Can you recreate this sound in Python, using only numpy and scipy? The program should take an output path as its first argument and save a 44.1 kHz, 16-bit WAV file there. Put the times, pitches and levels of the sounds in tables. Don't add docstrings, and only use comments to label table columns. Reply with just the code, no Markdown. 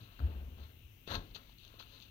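import sys
import numpy as np
from scipy import signal
from scipy.fft import rfft, irfft
from scipy.io import wavfile
from scipy.ndimage import uniform_filter1d

SR = 44100
rng = np.random.default_rng(int(sys.argv[2]) if len(sys.argv) > 2 else 0)


def decibels_to_gain(level_db):
    exponent = np.asarray(level_db, float) / 20
    return 10 ** exponent


def to_wav(s):
    ch = np.atleast_2d(s).T
    pcm = np.round(np.clip(ch, -1, 1) * 32767)
    wavfile.write(sys.argv[1], SR, pcm.astype(np.int16))


N = 92610

# start_s, length_s, level_db, pitch_hz
FLOOR_BOOMS = [(.0, 0.053, -48, 106), (0.085, 0.16, -55, 40.1), (.196, 0.029, -39, 89),
               (0.208, 0.084, -26, 72), (0.264, 0.34, -48, 51.3), (0.835, 0.049, -49, 68.7),
               (1.091, 0.052, -41.5, 90.5), (1.117, 0.13, -43, 41.2), (1.152, 0.054, -40.5, 90),
               (1.208, 0.076, -50.5, 96.6), (1.276, 0.082, -50, 43), (1.43, 0.11, -56.5, 47.8)]
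# time_s, crunch_level_db, body_relative_db
GRINDS = [
    [(0.0, -52.5, 1.5), (0.026, -69, -16), (0.03, -62, -7), (0.07, -67.5, -1.5), (0.096, -77, 6.5),
     (0.126, -69, -1.5), (0.184, -68, -4), (0.195, -45, 6)],
    [(0.558, -86, 5), (0.57, -72, 0), (0.636, -61.5, -6), (0.646, -65, -1.5), (0.686, -70.5, -9),
     (0.704, -71, -1.5), (0.72, -67, -3)],
    [(1.055, -91, -14), (1.07, -62, -11), (1.078, -49, -6.5), (1.09, -52, 1), (1.115, -43, -3),
     (1.134, -46.5, 0), (1.153, -38.5, -1.5), (1.175, -54.5, -4), (1.22, -65, -2.5), (1.291, -68.5, -12),
     (1.33, -62, -7)],
    [(1.325, -76, -1), (1.344, -65, -20), (1.348, -46.5, -23), (1.361, -48, -10.5), (1.379, -61, -2),
     (1.395, -67.5, -1.5), (1.529, -66, -10.5), (1.54, -72, 6)],
    [(1.564, -83, 4), (1.584, -76, -30), (1.588, -68, -25), (1.612, -64, -23.5), (1.636, -63.5, -9.5),
     (1.758, -70, 1.5), (1.775, -55, -10)],
    [(1.775, -62, 3), (1.788, -66.5, 3), (1.797, -51.5, -22), (1.803, -51, -8), (1.819, -59, -7.5),
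     (1.827, -55.5, -17), (1.849, -70, 0), (1.875, -61, -8)],
    [(1.86, -74, 2), (1.878, -66.5, -10), (1.934, -58.5, -8.5), (2.002, -62.5, -8.5), (2.03, -59, -15.5),
     (2.084, -70.5, -5), (2.1, -72, -9)],
]
# pitch_hz, density_db_per_hz
CRUNCH_COLOUR = [(1120, -23), (1900, -31), (2440, -9), (2600, -1), (3100, 0), (4160, 3.5), (4630, -3.5),
                 (5070, -18), (6330, -9.5), (7630, -35.5), (10500, -40), (12300, -21.5), (13200, -24),
                 (14400, -16), (16000, -33)]
# pitch_hz, density_db_per_hz
BODY_COLOUR = [(120, -32.5), (220, 6), (350, -1.5), (550, -4.5), (800, -4.5), (1070, 0.5), (1500, -0.5),
               (2100, -8), (2600, -32.5)]
# pitch_hz, density_db_per_hz
HUSH_COLOUR = [(20, -11.5), (35, 0), (65, -4), (100, -2.5), (130, -5), (200, -16.5), (320, -14.5),
               (500, -40.5), (900, -34), (1700, -40.5), (2200, -16.5), (2750, -14), (3400, -23.5),
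               (4200, -22.5), (4900, -42), (6300, -34), (7300, -55.5), (12500, -43.5), (13500, -32),
               (14200, -26), (15000, -27.5), (15700, -34)]
# start_s, level_db, push_length_s, rattle_t60_s
BLOWS = [(.002, -48.5, 0.0048, 0.31), (0.192, -45.5, 0.00083, 1.1), (0.215, -40.5, 0.0022, 1.8),
         (0.264, -43.5, 0.0039, 0.98), (0.581, -45.5, 0.0034, 0.35), (1.075, -41, 0.0017, 0.15),
         (1.119, -38, 0.00086, 0.14), (1.141, -36.5, 0.0012, 0.59), (1.168, -53, 0.0043, 1.2),
         (1.735, -60, 0.0013, 0.23)]
# pitch_hz, relative_level_db, longest_t60_s
TRAILER_MODES = [(42, -30, .5), (64, -30, .8), (90, -28, .5), (108, -28, .4), (163, -28, .5),
                 (237, -25, .5), (270, -22, .3), (320, -25, .5), (362, -24, .4), (447, -28, .5),
                 (564, -24, .25), (668, -27, .6), (715, -26, .3), (880, -29, .3), (1075, -26, .2),
                 (1320, -29, .2), (1610, -30, .15)]
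# pitch_hz, density_db_per_hz
RATTLE_COLOUR = [(60, -4.5), (150, 5), (300, -2), (500, -6.5), (800, -11), (1200, -14.5), (1600, -14.5),
                 (2200, -24.5), (4500, -24.5), (6000, -57)]
# start_s, snap_level_db, knock_relative_db, knock_pitch_hz
SNAPS = [(.193, -50, 5.5, 1490), (0.202, -52, 10, 1330), (.2045, -59, 15.5, 660), (1.076, -38, 2.5, 388),
         (1.12, -43, -18, 1070), (1.143, -36, 0.5, 570), (1.1538, -32.5, -9, 1050), (1.3474, -43, -20, 600),
         (1.3505, -46, -17, 610), (1.3547, -38.5, -27, 1500), (1.3612, -37, -7.5, 970),
         (1.495, -54.5, 0.5, 920), (1.584, -46, -35, 600), (1.5996, -57, -25, 593), (1.633, -50, -24, 600),
         (1.6428, -46, -27, 604), (1.6496, -43, -33, 600), (1.678, -44, -28, 596),
         (1.7404, -54.5, 4.5, 490), (1.7972, -40, -12, 1420), (1.803, -45, 1.5, 994), (1.809, -49, 3, 1370),
         (1.826, -47.5, -1, 1410), (2.001, -48, -29, 600), (2.0106, -45.5, -29, 600),
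         (2.0239, -43.5, -15, 1140), (2.033, -44.5, -34, 600)]
# time_s, pitch_hz, rms_level_db
FLOOR_RING = [(0.268, 73.76, -61), (.285, 78.2, -41.5), (0.334, 75.5, -46.5), (.38, 63.8, -43.5),
              (.42, 76.3, -47), (.47, 67.2, -47.5), (.505, 72.5, -53.5), (0.534, 78.7, -49),
              (0.571, 73.7, -59), (.625, 69.5, -46.5), (.67, 78, -56), (.7, 82, -65.5), (.75, 82.8, -59.5),
              (0.809, 76, -68)]
# start_s, length_s, level_db, from_pitch_hz, to_pitch_hz
SLIP = (1.111, .017, -39, 550, 1350)
# pitch_hz, relative_level_db, lag_radians
COVER = [(30, -2.7, .27), (110, -2.9, .3), (170, -3.8, .45), (260, -4.9, .74), (470, -6, 1.),
         (620, -6.3, 1.28), (740, -8, 1.62), (900, -10.5, 1.68), (1130, -8.5, 1.9), (1260, -9, 2.4),
         (1380, -14.5, 2.66), (1520, -20.5, 2.76), (1950, -19, 3.3), (2240, -27, 4.5), (2600, -42, 5),
         (3400, -55, 5.5), (16000, -55, 6)]
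# pitch_hz, density_db_per_hz
SELF_NOISE_COLOUR = [(30, 15.5), (150, 21.5), (300, 18.5), (700, 3), (1500, 7), (3000, 1.5), (8000, -2.5),
                     (16000, 1)]
SELF_NOISE_DB = [-67.5, -72]

GRAINS_PER_S, HISS_SHARE = 1400, 0.45
GRAIN_SPREAD_DB, GRAIN_CAP_DB = 3.5, 10
GRIND_FADE_S = 0.015
SILL_DB, SILL_T60_S = -3, 0.16
YARD_DB, YARD_T60_S = -11, 0.17
HUSH_DB, GUST_DB, FLICKER_DB = -61, 0.7, 1.1
WHINE_HZ, WHINE_WIDTH_HZ, WHINE_DB = 14090, 90, -79
MODE_SCATTER_DB, RATTLE_DB = 3.5, -12
SNAP_RISE_S, SNAP_T60_S, KNOCK_T60_S = 0.0002, 0.009, 0.013
PORT_GAIN_DB, TOP_HZ = 3, 15800


def level(x, db):
    return x * decibels_to_gain(db) / np.sqrt(np.mean(x ** 2))


def colour(x, table):
    hz, db = np.array(table, float).T
    grid_hz = np.arange(4097) * SR / 8192
    gain = decibels_to_gain(np.interp(np.log(grid_hz + 1), np.log(hz), db))
    cepstrum = irfft(np.log(gain))
    cepstrum[1:4096] *= 2
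    cepstrum[4097:] = 0
    response = irfft(np.exp(rfft(cepstrum)))
    return signal.fftconvolve(x, response)[:N]


def colour_evenly(x, table):
    tick = np.zeros(N)
    tick[0] = np.sqrt(N)
    return colour(x, table) / np.sqrt(np.mean(colour(tick, table) ** 2))


def band(x, lo_hz, hi_hz):
    return signal.sosfilt(signal.butter(2, [lo_hz, hi_hz], "band", fs=SR, output="sos"), x)


def walk(rate_hz):
    hold = int(SR / rate_hz)
    steps = np.repeat(rng.standard_normal(N // hold + 1), hold)
    return uniform_filter1d(uniform_filter1d(steps, hold), hold)[:N]


def floor_booms(t):
    out = np.zeros(N)
    for start, length, db, hz in FLOOR_BOOMS:
        swell = np.sin(np.pi * np.clip((t - start) / length, 0, 1)) ** 2
        out += decibels_to_gain(db) * swell * np.sin(2 * np.pi * hz * (t - start))
    return out


def rub():
    happens = rng.random(N) < GRAINS_PER_S / SR
    size_db = np.minimum(-GRAIN_SPREAD_DB * np.log(1 - rng.random(N)), GRAIN_CAP_DB)
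    grains = level(happens * decibels_to_gain(size_db) * rng.choice([-1., 1.], N), 0)
    return level(grains * (1 - HISS_SHARE) + HISS_SHARE * rng.standard_normal(N), 0)


def sill_ring(t, thump):
    t = t[:SR // 4]
    ring = sum(decibels_to_gain(db) * np.sin(2 * np.pi * hz * t) for hz, db, _ in TRAILER_MODES[5:])
    ring = ring * 1000. ** (-t / SILL_T60_S)
    ring /= np.sqrt(np.sum(ring ** 2))
    return decibels_to_gain(SILL_DB) * signal.fftconvolve(thump, ring)[:N]


def grinding(t):
    crunch_gain, body_gain = np.zeros((2, N))
    for rows in GRINDS:
        s, db, body_db = np.array(rows, float).T
        fade = np.clip(np.minimum(t - s[0], s[-1] - t) / GRIND_FADE_S, 0, 1)
        crunch_gain += fade * decibels_to_gain(np.interp(t, s, db))
        body_gain += fade * decibels_to_gain(np.interp(t, s, db + body_db))
    hard = rub()
    soft = level(rub() + hard, 0)
    thump = soft * body_gain
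    crunch = colour_evenly(hard * crunch_gain, CRUNCH_COLOUR)
    return crunch + colour_evenly(thump, BODY_COLOUR) + sill_ring(t, thump)


def yard_wash(t, hooves):
    t = t[:SR // 2]
    wash = rng.standard_normal(SR // 2) * 1000. ** (-t / YARD_T60_S)
    wash /= np.sqrt(np.sum(wash ** 2))
    return decibels_to_gain(YARD_DB) * signal.fftconvolve(hooves, wash)[:N]


def hush():
    air = colour(rng.standard_normal(N), HUSH_COLOUR)
    gust_db = GUST_DB * walk(1.17)
    out = np.zeros(N)
    for lo_hz in 18 * 2. ** np.arange(11):
        flicker_db = FLICKER_DB * walk(12)
        out += decibels_to_gain(gust_db + flicker_db) * band(air, lo_hz, min(2 * lo_hz, 20000))
    half_hz = WHINE_WIDTH_HZ / 2
    whine = band(rng.standard_normal(N), WHINE_HZ - half_hz, WHINE_HZ + half_hz)
    return level(out, HUSH_DB) + level(whine, WHINE_DB)


def trailer_blows(t):
    out, shake_power = np.zeros((2, N))
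    for start, db, push_s, rattle_s in BLOWS:
        age = np.maximum(t - start, 0)
        ring = np.zeros(N)
        for hz, mode_db, t60 in TRAILER_MODES:
            gain = decibels_to_gain(mode_db + MODE_SCATTER_DB * rng.standard_normal())
            ring += gain * np.sin(2 * np.pi * hz * age) * 1000. ** (-age / min(t60, rattle_s))
        push = np.exp(-np.arange(1000) / SR / max(push_s, 1e-4) * np.pi)
        out += decibels_to_gain(db) * signal.fftconvolve(ring, push / push.sum())[:N]
        shake_power += decibels_to_gain(2 * db) * (t > start) * 1000. ** (-2 * age / rattle_s)
    rattle = level(colour(rng.standard_normal(N), RATTLE_COLOUR), RATTLE_DB)
    return out + np.sqrt(shake_power) * rattle


def grit_snaps(t):
    snap_gain, knocks = np.zeros((2, N))
    for start, db, knock_db, hz in SNAPS:
        age = np.maximum(t - start, 0)
        rise = 1 - np.exp(-age / SNAP_RISE_S)
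        snap_gain += decibels_to_gain(db) * rise * 1000. ** (-age / SNAP_T60_S)
        knocks += decibels_to_gain(db + knock_db) * np.sin(2 * np.pi * hz * age) * 1000. ** (-age / KNOCK_T60_S)
    crackle = rng.choice([-1., 1.], N)
    return colour_evenly(snap_gain * crackle, CRUNCH_COLOUR) + knocks


def floor_ring(t):
    s, hz, db = np.array(FLOOR_RING).T
    gain = np.sqrt(2) * decibels_to_gain(np.interp(t, s, db, -200, -200))
    return gain * np.sin(2 * np.pi * np.cumsum(np.interp(t, s, hz)) / SR)


def hoof_slip(t):
    start, length, db, lo_hz, hi_hz = SLIP
    part = np.clip((t - start) / length, 0, 1)
    cycles = length * (lo_hz * part + (hi_hz - lo_hz) * part ** 2 / 2)
    return decibels_to_gain(db) * np.sin(np.pi * part) * np.sin(2 * np.pi * cycles)


def scene():
    t = np.arange(N) / SR
    hooves = grinding(t) + grit_snaps(t) + hoof_slip(t)
    trailer = floor_booms(t) + trailer_blows(t) + floor_ring(t)
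    air = trailer + hooves + yard_wash(t, hooves) + hush()
    return np.array([air, air])


def band_limit(x):
    return signal.sosfilt(signal.butter(12, 15790, fs=SR, output="sos"), x)


def record(dry):
    hz, db, lag = np.array(COVER).T
    grid_hz = np.arange(N // 2 + 1) * SR / N

    def along_pitch(values):
        return np.interp(np.log(grid_hz + 1), np.log(hz), values)

    cover = decibels_to_gain(along_pitch(db)) * np.exp(-1j * along_pitch(lag))
    covered = irfft(rfft(dry[1]) * cover, N)
    ports = decibels_to_gain(PORT_GAIN_DB) * np.array([dry[0], covered])
    hiss = [level(colour(rng.standard_normal(N), SELF_NOISE_COLOUR), rms_db) for rms_db in SELF_NOISE_DB]
    low_pass = signal.ellip(8, 0.2, 70, TOP_HZ, fs=SR, output="sos")
    mix = signal.sosfilt(low_pass, ports + np.array(hiss))
    return band_limit(mix)


dry = scene()
out = record(dry)
to_wav(out)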